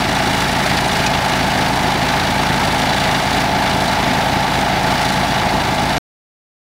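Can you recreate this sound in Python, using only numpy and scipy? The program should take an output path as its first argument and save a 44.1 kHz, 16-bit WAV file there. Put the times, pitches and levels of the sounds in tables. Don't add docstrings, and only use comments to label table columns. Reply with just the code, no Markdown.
import sys
import numpy as np
from scipy import signal
from scipy.fft import rfft, irfft, next_fast_len
from scipy.io import wavfile
from scipy.ndimage import map_coordinates

SR = 44100
rng = np.random.default_rng(int(sys.argv[2]) if len(sys.argv) > 2 else 0)


def bounce(signal):
    frames = np.transpose(np.atleast_2d(signal))
    limited = np.clip(frames, -1, 1)
    pcm = np.round(limited * 32767).astype(np.int16)
    wavfile.write(sys.argv[1], SR, pcm)


N = 293706

PUMP_RPM, SECOND_RPM = 3280, 3468
STOP_S = 5.982
TOP_HZ = 15740
HISS_DB, HISS_FOLLOWS = -36, 1.8
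CLATTER_DB, CLATTER_FOLLOWS = -21, 0.51
FLUTTER_DB, FLUTTER_PER_S = 0.5, 12
JITTER_CYCLES, JITTER_PER_S = 0.004, 4

# multiple of the four-stroke cycle rate, level in dB rms.
PUMP_HARMONICS = [(2, -33.5), (3, -42), (4, -40.5), (5, -29.5), (6, -32), (7, -31.5), (8, -45.5), (9, -34),
                  (10, -38.5), (13, -41.5), (14, -42), (15, -42), (18, -41.5), (19, -44), (21, -46.5),
                  (22, -47), (24, -32.5), (26, -33.5), (27, -36), (28, -34.5), (29, -35.5), (30, -29.5),
                  (31, -33), (32, -28), (33, -38.5), (42, -37.5), (44, -41.5), (48, -45), (50, -40.5),
                  (56, -42.5), (60, -40), (78, -40.5), (84, -43)]
# multiple of its cycle rate, level in dB rms.
SECOND_HARMONICS = [(1, -48.5), (2, -47.5), (3, -35), (4, -36.5), (5, -41.5), (7, -33.5), (8, -43),
                    (10, -35)]
# frequency in Hz, level in dB rms.
PANEL_TONES = [(67, -45), (123.4, -43), (250, -40.5), (257, -43.5)]
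# place in the cycle 0-1, length in cycles, relative level in dB.
CYLINDER_FIRINGS = [(.17, 0.11, -9.5), (.55, 0.12, -12)]
# place in the cycle 0-1, relative level in dB.
VALVE_CONTACTS = [(0.358, -8.5), (0.441, -4), (.58, 0), (.8, -7.5), (.94, -3.5)]
# frequency in Hz, relative density in dB per Hz.
PUFF_SPECTRUM = [(40, -30), (80, -7), (130, -7), (230, -1), (300, -2), (390, -3.5), (480, -12.5),
                 (700, -31)]
# frequency in Hz, relative density in dB per Hz.
BARK_SPECTRUM = [(300, -34.5), (500, -12), (620, -1.5), (720, 1), (880, -2), (980, -2.5), (1100, -14),
                 (1600, -32)]
# frequency in Hz, relative density in dB per Hz.
BLOCK_SPECTRUM = [(500, -24.5), (1050, -2), (1650, 1), (2300, -0.5), (2700, -5.5), (4200, -15),
                  (5200, -11.5), (7000, -30.5)]
# frequency in Hz, relative density in dB per Hz.
HISS_SPECTRUM = [(2500, -17), (5000, 2), (5900, 1.5), (6300, -2), (7000, -1), (10500, -4.5), (11600, -12),
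                 (15900, -13.5)]
# frequency in Hz, relative density in dB per Hz.
FAN_SPECTRUM = [(30, -16), (120, 0.5), (500, -6.5), (1500, 1.5), (4000, -8), (7000, -15.5), (12000, -21),
                (16000, -23.5)]
# frequency in Hz, width in Hz, relative level in dB.
SHROUD_MODES = [(1670, 310, -1.5), (2266, 320, -5), (2875, 170, -0.5), (3487, 150, 2), (3952, 210, 0.5),
                (4594, 110, 0), (5010, 160, -11), (5860, 190, -8.5), (6630, 330, -16)]
# start in seconds, grit level in dB, grit pitch in Hz, grit t60 in seconds, blade ring in dB.
HOE_STROKES = [(0.418, -14, 1700, 0.076, -40), (0.774, -18, 4200, 0.068, -37), (1.063, -18, 4990, .06, -20),
               (2.431, -14.5, 1500, .05, -32), (2.79, -24.5, 7000, .04, -36)]
# frequency in Hz, level in dB relative to the ring, t60 in seconds.
BLADE_MODES = [(2503, 1, .08), (2934, 0.5, .03), (5790, -2.5, .055), (6627, -6, .055)]
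# time in seconds, level in dB.
DRONE_LEVEL = [(0.0, -21), (0.39, -22), (1.22, -20), (5.9, -20)]
# time in seconds, level in dB.
TREBLE_LEVEL = [(0.0, -27), (0.7, -26), (1.55, -28.1), (3.38, -27.2), (3.52, -31.5), (3.7, -27.5),
                (4.35, -29.5), (4.6, -28), (4.78, -31.5), (5.0, -27), (5.42, -30.1), (5.98, -29)]
# time in seconds, speed above the set speed in rpm.
GOVERNOR_HUNT = [(0.0, 7), (1.3, 3.5), (1.85, -3.5), (2.35, 0.96), (3.3, 4.5), (3.75, -2.5), (4.8, 1.08),
                 (5.25, -10.1), (5.98, 6)]


def amp(db):
    return 10 ** (np.asarray(db) / 20)


def unit(x):
    return x / np.sqrt(np.mean(x ** 2) + 1e-20)


def curves(rows):
    seconds, *columns = np.transpose(rows)
    return [np.interp(np.arange(N) / SR, seconds, column) for column in columns]


def wobble(rate):
    knots = rng.standard_normal(int(N * rate / SR) + 4)
    return map_coordinates(knots, [np.arange(N) * rate / SR], order=2)


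def filtered(x, response):
    m = next_fast_len(N + 8192)
    return irfft(rfft(x, m) * response(np.fft.rfftfreq(m, 1 / SR)), m)[:N]


def coloured(x, points):
    hz, db = np.transpose(points)

    def response(f):
        return amp(np.interp(np.log(f + 1), np.log(hz), db, left=-120, right=-120))

    return unit(filtered(x, response))


def ringing(x, modes):
    def response(f):
        total = 0
        for k, (centre, width, db) in enumerate(modes):
            damping = 1j * f * width
            total = total + (-1) ** k * amp(db) * damping / (centre ** 2 - f * f + damping)
        return total

    return unit(filtered(x, response))


def noise():
    return rng.standard_normal(N)


def tone(turns):
    return np.sqrt(2) * np.sin(2 * np.pi * (turns + rng.random()))


def pulses(cycle, note, place, smear):
    total = np.zeros(N)
    for k, db in note:
        turns = round(k) * (cycle - place) + smear * rng.standard_normal()
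        total += amp(db) * np.sqrt(2) * np.cos(2 * np.pi * turns)
    return total


def swell(cycle, place, length, scatter_db):
    count = np.floor(cycle - place + 0.5).astype(int)
    size = amp(scatter_db * np.sqrt(3) * rng.uniform(-1.4, 1, size=256))
    bump = np.exp(-0.5 * ((cycle - place - count) / length) ** 2)
    return size[count % len(size)] * bump


def firing_gas(cycle, steady, scatter_db):
    surges = sum(amp(db) * swell(cycle, place, length, scatter_db) for place, length, db in CYLINDER_FIRINGS)
    return noise() * (steady + surges)


def exhaust(cycle, drone_db):
    load = amp(0.89 * (drone_db - np.mean(drone_db)))
    uneven = cycle + 0.001 * wobble(40)
    vigour = amp(0.98 * wobble(24))
    low_rows = [row for row in PUMP_HARMONICS if row[0] < 20]
    high_rows = [row for row in PUMP_HARMONICS if row[0] >= 20]
    thuds = pulses(uneven, low_rows, place=0.46, smear=0.2)
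    drone = sum(amp(db + 0.83 * wobble(3.7)) * tone(round(k) * uneven) for k, db in high_rows)
    flicker = amp(0.07 + 1.4 * wobble(45))
    puff_swell = swell(cycle, place=0.43, length=0.12, scatter_db=1.5)
    puffs = coloured(noise() * (0.9 + puff_swell), PUFF_SPECTRUM)
    bark = coloured(firing_gas(cycle, steady=1.0, scatter_db=4.5), BARK_SPECTRUM)
    low_end = vigour * (thuds + amp(-28.5) * puffs)
    return low_end + load * drone * flicker + amp(drone_db - 3.0) * bark


def valve_ticks(cycle, scatter_db, slop_s, t60):
    out, t = np.zeros(N), np.arange(SR // 20) / SR
    turns = np.arange(int(cycle[-1]))
    for place, db in VALVE_CONTACTS:
        late, size = rng.uniform(-0.91, 1, size=(2, len(turns)))
        at = np.interp(turns + place, cycle, np.arange(N)) + slop_s * SR * late
        taps = np.bincount(np.clip(at, 0, N - 1).astype(int), amp(db + scatter_db * size), N)
        clack = rng.standard_normal(len(t)) * amp(-60 * t / t60)
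        out += signal.oaconvolve(taps, clack)[:N]
    return unit(out)


def clatter(cycle, clatter_db, hiss_db):
    ticks = valve_ticks(cycle, scatter_db=4, slop_s=0.0001, t60=0.0088)
    rattle = amp(1.1 * np.tanh(wobble(90)))
    block_shake = unit(firing_gas(cycle, steady=0.89, scatter_db=4.0))
    block = coloured(rattle * block_shake + amp(-9) * ticks, BLOCK_SPECTRUM)
    shroud_shake = unit(firing_gas(cycle, steady=0.15, scatter_db=2.0))
    shroud = ringing(shroud_shake + amp(-10.5) * ticks, SHROUD_MODES)
    gas = firing_gas(cycle, steady=0.14, scatter_db=2.5) * amp(2.0 * wobble(500))
    hiss = coloured(gas, HISS_SPECTRUM)
    hiss = filtered(hiss, lambda hz: 1 + 0.13 * np.exp(-2j * np.pi * hz * 0.0011))
    metal = amp(-3.5) * block + amp(-5.5) * shroud
    return amp(clatter_db) * metal + amp(hiss_db) * hiss


def cooling_fan():
    return amp(-26.5 + 0.64 * wobble(11)) * coloured(noise(), FAN_SPECTRUM)


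def truck_hum():
    t = np.arange(N) / SR
    cycle = t * SECOND_RPM / (2 * 60) + 0.012 * wobble(2)
    throb = pulses(cycle, SECOND_HARMONICS, place=0, smear=0.24) * amp(1.0 * wobble(12))
    panels = sum(amp(db) * tone(hz * t + 0.049 * wobble(3)) for hz, db in PANEL_TONES)
    return throb + panels


def hoe():
    out, t = np.zeros(N), np.arange(SR // 5) / SR
    onset = 1 - np.exp(-t / 0.001)
    for start, db, hz, t60, ring_db in HOE_STROKES:
        grit = rng.standard_normal(len(t)) * rng.exponential(size=len(t)) ** 0.5
        band = signal.butter(2, [hz / 1.45, min(hz * 1.3, TOP_HZ)], "band", fs=SR, output="sos")
        spray = amp(db - 60 * t / t60) * unit(signal.sosfilt(band, grit))
        clink = sum(amp(ring_db + level - 60 * t / decay) * tone(f * t) for f, level, decay in BLADE_MODES)
        out[round(start * SR):][:len(t)] += onset * (spray + clink)
    return out


def scene():
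    rpm = PUMP_RPM + curves(GOVERNOR_HUNT)[0]
    cycle = np.cumsum(rpm) / (2 * 60 * SR)
    cycle = cycle + JITTER_CYCLES * wobble(JITTER_PER_S)
    drone_db, = curves(DRONE_LEVEL)
    treble_db, = curves(TREBLE_LEVEL)
    swing_db = treble_db - treble_db.mean()
    flutter_db = FLUTTER_DB * wobble(FLUTTER_PER_S)
    clatter_db = CLATTER_DB + CLATTER_FOLLOWS * swing_db + flutter_db
    hiss_db = HISS_DB + HISS_FOLLOWS * swing_db + flutter_db
    pump = exhaust(cycle, drone_db) + clatter(cycle, clatter_db, hiss_db) + cooling_fan()
    return (pump + truck_hum() + hoe())[None]


def record(dry):
    running = np.arange(N) / SR < STOP_S
    return filtered(dry[0] * running, lambda hz: 1 / (1 + (hz / TOP_HZ) ** 600))[None]


dry = scene()
out = record(dry)
bounce(out)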